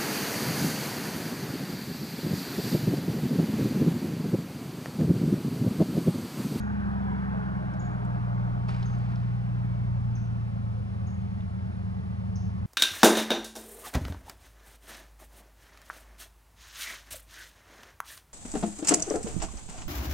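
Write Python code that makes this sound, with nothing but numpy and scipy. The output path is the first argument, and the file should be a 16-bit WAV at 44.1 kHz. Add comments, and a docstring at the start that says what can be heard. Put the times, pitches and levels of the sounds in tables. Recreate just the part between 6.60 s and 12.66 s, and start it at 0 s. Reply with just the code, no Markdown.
"""Open wetland: a far airboat drones across the water, easing off as it moves away. Its exhaust radiates
harmonics of the engine cycle, which beat against each other under the blade tones and turbulent roar of the
propeller. A breeze buffets the microphone over an even hiss, and a small bird chips, its calls scattered by the
trees. Close by, a few sharp ticks (impact) sound and a foot scuffs on rock (friction)."""
import sys
import numpy as np
from scipy import signal
from scipy.fft import rfft, irfft
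from scipy.io import wavfile
from scipy.ndimage import uniform_filter1d

SR = 44100
rng = np.random.default_rng(int(sys.argv[2]) if len(sys.argv) > 2 else 0)


def persist_wave(psi):
    """Save psi, clipped to +-1, as 16-bit WAV."""
    counts = np.round(np.clip(psi, -1, 1) * 32767).astype(np.int16)
    wavfile.write(sys.argv[1], SR, np.atleast_2d(counts).T)


N = 267246
TIME = np.arange(N) / SR
BINS = np.fft.rfftfreq(N, 1 / SR)


def gain_of(db):
    """Amplitude ratio of a level in decibels."""
    return 10 ** (np.asarray(db) / 20)


def unit_rms(x):
    """Normalisation to rms 1."""
    return x / np.sqrt(np.mean(x ** 2) + 1e-20)


def bell(x, centre, width):
    """Gaussian of height 1, falling to 1/e at one width from its centre."""
    return np.exp(-((x - centre) / width) ** 2)


def level_at(spectrum, hz):
    """Interpolation of a spectrum on a logarithmic frequency axis."""
    f, db = np.transpose(spectrum)
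    return np.interp(np.log(hz + 1), np.log(f + 1), db)


def add(mix, start_s, sound):
    """Superposition of a sound on the mix."""
    part = mix[max(round(start_s * SR), 0):][:len(sound)]
    part += sound[:len(part)]


def noise(spectrum):
    """Spectral shaping: white noise filtered to a spectrum level (power in a 1 Hz band)."""
    white = rfft(rng.standard_normal(N))
    return irfft(white * gain_of(level_at(spectrum, BINS)), N) * np.sqrt(SR / 2)


def drift(rate_hz, points=2048):
    """Random fluctuation of rms 1: noise through a Gaussian low-pass of width rate_hz."""
    f = np.fft.rfftfreq(points, TIME[-1] / points)
    slow = irfft(rfft(rng.standard_normal(points)) * np.exp(-.5 * (f / rate_hz) ** 2))
    return np.interp(TIME, np.linspace(0, TIME[-1], points), unit_rms(slow))


def fading_tone(cycles, scatter, rate_hz):
    """Multipath fading: a steady direct tone plus a share of the power arriving by shifting paths."""
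    phase = 2 * np.pi * (cycles + rng.random())
    in_phase = np.sqrt(2 * (1 - scatter)) + np.sqrt(scatter) * drift(rate_hz)
    quadrature = np.sqrt(scatter) * drift(rate_hz)
    return in_phase * np.cos(phase) + quadrature * np.sin(phase)


# Engine cycle rate as the throttle eases, holds and eases again: t/s, f/Hz
ENGINE_SPEED = [(0, 11.46), (.25, 11.13), (.75, 10.76), (1.25, 10.28), (1.65, 10.03), (2.25, 10.03),
                (2.5, 9.98), (3.2, 9.98), (3.75, 9.61), (4.55, 9.09), (5.5, 8.89), (5.75, 9.01), (6.06, 9)]


def engine():
    """Phase is the integral of frequency: returns the cycle rate in Hz and the cycles completed."""
    speed = np.interp(TIME, *np.transpose(ENGINE_SPEED))
    return speed, np.cumsum(speed) / SR


# Strong harmonics, each swelling around one cycle rate: order, base level/dB, swell/dB, f/Hz, width/Hz
STRONG_ORDERS = [(6, -53.5, 13.8, 10.75, 1.9), (9, -50, 11, 9.23, .6), (10, -45.5, 8, 9.15, .3),
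                 (12, -58, 28.8, 9.8, 1.45), (16, -57, 15, 10.4, 1), (18, -68.5, 33, 10.75, 2.15),
                 (21, -55, 15, 9.15, .8)]
# Gain of the strong harmonics as they carry over the water: t/s, level/dB
CARRY_GAIN = [(0, 2.5), (.5, 2.5), (1.15, -2.7), (1.55, -1.1), (2.5, -.3), (3.3, -.8), (4.1, -2.5),
              (5.2, -.4), (6.06, 1.2)]
# Weak harmonics from uneven cylinders: order, level/dB
WEAK_ORDERS = [(7, -61), (8, -52), (11, -58), (13, -54), (14, -51), (15, -52), (17, -57), (19, -55),
               (20, -50), (22, -60), (23, -65), (24, -60)]
# Exhaust scattered by the trees: f/Hz, spectrum level/dB
RUMBLE = [(15, -85), (40, -79), (55, -73), (75, -71), (100, -59), (118, -62), (142, -73), (170, -67),
          (205, -62), (228, -68), (255, -82), (320, -98), (600, -130)]


def exhaust(speed, cycles):
    """Periodic firing radiates a harmonic series; neighbouring orders beat into a throb."""
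    carry_db = np.interp(TIME, *np.transpose(CARRY_GAIN))
    surge_db = 8.7 * bell(TIME, 3.34, .24)  # the bass near 85 Hz swells briefly
    strong = np.zeros(N)
    for order, base_db, swell_db, peak_hz, width_hz in STRONG_ORDERS:
        db = base_db + swell_db * bell(speed, peak_hz, width_hz)
        db += surge_db * bell(order * speed, 85, 23)
        strong += gain_of(db + carry_db) * fading_tone(order * cycles, scatter=.001, rate_hz=3)
    weak = sum(gain_of(db) * fading_tone(order * cycles, scatter=.15, rate_hz=.7)
               for order, db in WEAK_ORDERS)
    cruising = bell(speed, 10.05, .36)  # the cylinders fire most evenly at cruising speed
    unevenness = gain_of(-.33 - 1.5 * cruising)
    return strong + unevenness * (weak + noise(RUMBLE))


# Response of the path, which favours some pitches as the blade tones glide: f/Hz, level/dB
PATH_RESPONSE = [(270, -63.5), (330, -55), (400, -65), (440, -57), (500, -66), (550, -60), (610, -60),
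                 (675, -58.5), (725, -57.5), (790, -59), (880, -58.5), (950, -70), (1150, -64.5),
                 (1550, -69.5)]


def blades(speed, cycles, passes_per_cycle=10):
    """Harmonics of the blade-passing frequency; moving air broadens the higher ones more."""
    tones = np.zeros(N)
    for harmonic in range(3, 16):
        order = harmonic * passes_per_cycle
        tone = fading_tone(order * cycles, scatter=.96, rate_hz=2.6 * harmonic)
        tones += gain_of(level_at(PATH_RESPONSE, order * speed)) * tone
    swell_db = -9 + 10.5 * bell(TIME, 1.4, 1.15)
    return gain_of(swell_db) * tones


# Propeller wash, near and far: f/Hz, spectrum level/dB
ROAR_NEAR = [(150, -86), (250, -83), (320, -72.5), (430, -79), (540, -82.5), (800, -75.5), (1050, -77),
             (1350, -79.5), (1580, -74.5), (1900, -89), (2500, -94), (3500, -104), (5000, -113),
             (8000, -135)]
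ROAR_FAR = [(150, -80.5), (280, -87), (400, -88.5), (550, -88.5), (750, -91.5), (1000, -93), (1500, -98),
            (2000, -100), (3000, -108), (5000, -120), (8000, -140)]


def roar(leaves_s=.78, recede_s=2.34, patchy_db=2.07, gain_db=.46):
    """Turbulence in the propeller wash radiates broadband noise, which dulls with distance."""
    hz, t, white = signal.stft(rng.standard_normal(N), SR, nperseg=1024, noverlap=768)
    nearness = .78 * np.exp(-np.maximum(t - leaves_s, 0) / recede_s)
    near_db, far_db = level_at(ROAR_NEAR, hz)[:, None], level_at(ROAR_FAR, hz)[:, None]
    field_db = near_db * nearness + far_db * (1 - nearness)
    # moving air lets narrow bands swell and fade
    patches = uniform_filter1d(rng.standard_normal(white.shape), size=2, axis=0)
    patches = unit_rms(uniform_filter1d(patches, size=40, axis=1))
    _, wash = signal.istft(white * gain_of(field_db + patchy_db * patches), nperseg=1024, noverlap=768)
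    return gain_of(gain_db) * wash[:N] * np.sqrt(SR / 2)


# Air on the microphone: f/Hz, spectrum level/dB
BREEZE = [(10, -68.5), (25, -69), (42, -63), (60, -73.5), (100, -78), (300, -130)]
# Puffs of air: t/s, relative level/dB, half-width/s
GUSTS = [(.02, 7.5, .05), (0.277, 7, 0.1), (1.943, 3.5, .13), (2.247, 6.5, .17), (2.85, 2, 0.061)]


def breeze(calm_db=-8.5):
    """Wind noise: low buffeting in which the steady flow and the puffs add in power."""
    gust_power = sum((gain_of(db) * bell(TIME, peak_s, half_s)) ** 2 for peak_s, db, half_s in GUSTS)
    return noise(BREEZE) * np.sqrt(gain_of(calm_db) ** 2 + gust_power)


# Even hiss, and hiss that differs between the microphone ports: f/Hz, spectrum level/dB
HISS = [(500, -115), (2000, -106), (4000, -106), (5500, -109), (6700, -113), (7400, -118), (8400, -117),
        (9200, -113), (9900, -112), (10300, -118), (11000, -116)]
SIDE_HISS = [(200, -91), (800, -96), (2000, -100), (3000, -104), (5000, -110), (6500, -117), (8000, -124),
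             (11000, -126)]


def hiss():
    """Stationary noise in stereo: one part picked up by the pair, another in antiphase."""
    return microphone_pair(noise(HISS)) + noise(SIDE_HISS) * np.array([[1], [-1]])


# Bird chips: t/s, f/Hz, level/dB, hold/s, rasp (rms fraction of f)
CHIPS = [(.001, 6540, -68.5, .011, .028), (1.192, 6760, -65, .014, 0.03), (2.254, 6400, -63.5, 0.013, .032),
         (3.551, 6140, -62.5, .012, 0.035), (4.466, 6560, -67, .017, 0.037),
         (5.754, 5950, -59, 0.011, 0.076)]


def bird(fall=.3, flick_s=.0072, flick_db=-9):
    """Frequency modulation: each chip rasps about its pitch, then flicks downward as it dies."""
    chips = np.zeros(N)
    for start_s, hz, db, hold_s, rasp in CHIPS:
        t = np.arange(int((hold_s + flick_s) * SR)) / SR
        flick = np.maximum(t - hold_s, 0) / flick_s
        waver = unit_rms(uniform_filter1d(rng.standard_normal(4096), size=24))[:len(t)]
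        pitch = hz * (1 + rasp * waver - fall * flick)
        envelope = signal.windows.tukey(len(t), .3) * gain_of(flick_db * flick)
        chip = envelope * np.sin(2 * np.pi * np.cumsum(pitch) / SR)
        add(chips, start_s, gain_of(db) * unit_rms(chip))
    return chips


def trees(sound, flurry_s=.018, t60_s=.75, bank_s=.088, wet_db=3):
    """Reverberation: near trunks scatter a quick flurry; the far bank returns a swell and a thin tail."""
    t = np.arange(SR // 2) / SR
    tail_db = -60 * t / t60_s + 5 * bell(t, bank_s, .04)
    flurry = 1 + 1.4 * np.exp(-t / flurry_s)
    response = rng.standard_normal(len(t)) * gain_of(tail_db) * flurry
    return gain_of(wet_db) * signal.fftconvolve(sound, response / np.linalg.norm(response))[:N]


# Close ticks: t/s, initial level/dB, centre f/Hz, decay time/s
TICKS = [(1.137, -55, 5200, 0.0021), (1.145, -60.5, 4830, 0.0026), (1.451, -55, 8550, 0.0013),
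         (2.087, -51.5, 2320, 0.0024), (2.228, -44.5, 3950, 0.004), (2.385, -62, 8500, .003),
         (2.559, -55.5, 4060, 0.0032), (3.054, -62, 8600, .001), (4.807, -55, 3100, 0.0031)]


def near_ticks(width_octaves=.36, samples=2048):
    """Damped impacts: each tick is a band of noise that decays exponentially."""
    ticks = np.zeros(N)
    t, f = np.arange(samples) / SR, np.fft.rfftfreq(samples, 1 / SR)
    for start_s, db, hz, decay_s in TICKS:
        band = np.exp(-.5 * (np.log2((f + 1) / hz) / width_octaves) ** 2)
        burst = unit_rms(irfft(rfft(rng.standard_normal(samples)) * band))
        add(ticks, start_s, gain_of(db) * burst * np.exp(-t / decay_s))
    return ticks


# A sharp scuff and the softer rubs after it: t/s, relative level/dB, rise time/s, decay time/s
SCUFFS = [(2.072, 1, 0.025, 0.039), (2.1, -6.5, .05, 0.3), (2.35, -14.5, .17, 0.2)]
# Foot scraping on rock: f/Hz, spectrum level/dB
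SCUFF_SPECTRUM = [(100, -92), (400, -76.5), (1100, -77.5), (1700, -84.5), (2300, -83), (3200, -89.5),
                  (4800, -89.5), (6500, -101), (9000, -104), (11000, -107)]


def foot_scuff(grain_db=2):
    """Friction noise: gritty rubs build, die away and add in power."""
    grit = unit_rms(gain_of(grain_db * drift(rate_hz=90)))
    power = np.zeros(N)
    for start_s, db, rise_s, decay_s in SCUFFS:
        age = TIME - start_s
        envelope = np.clip(age / rise_s, 0, 1) * np.exp(-np.maximum(age - rise_s, 0) / decay_s)
        power += (gain_of(db) * envelope) ** 2
    return noise(SCUFF_SPECTRUM) * grit * np.sqrt(power)


# Width of the microphone pair: f/Hz, level of side relative to mid/dB
STEREO_WIDTH = [(20, -12.5), (60, -11), (120, -5.5), (200, -1), (300, 1), (500, 5), (1000, 7.5),
                (1600, 5.5), (2500, 2), (4000, -3.5), (6500, -7.5), (8000, -12.5), (11000, -10.5)]


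def microphone_pair(mid):
    """Pressure gradient: the difference of two close ports leads by 90 degrees for sound from the left."""
    side = irfft(1j * rfft(mid) * gain_of(level_at(STEREO_WIDTH, BINS)), N)
    return np.array([mid + side, mid - side])


def scene():
    """Superposition of boat, bird, nearby ticks and scuff, and breeze over an even hiss."""
    speed, cycles = engine()
    boat = exhaust(speed, cycles) + blades(speed, cycles) + roar()
    chips = bird()
    bird_in_trees = chips + trees(chips)
    nearby = foot_scuff() + near_ticks()
    return microphone_pair(boat + bird_in_trees + nearby + breeze()) + hiss()


def record(dry, cutoff_hz=11050):
    """Band limiting by a linear-phase low-pass filter."""
    low_pass = signal.firwin(1023, cutoff_hz, window=("kaiser", 9), fs=SR)
    return signal.oaconvolve(dry, low_pass[None], "same")


dry = scene()
out = record(dry)
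persist_wave(out)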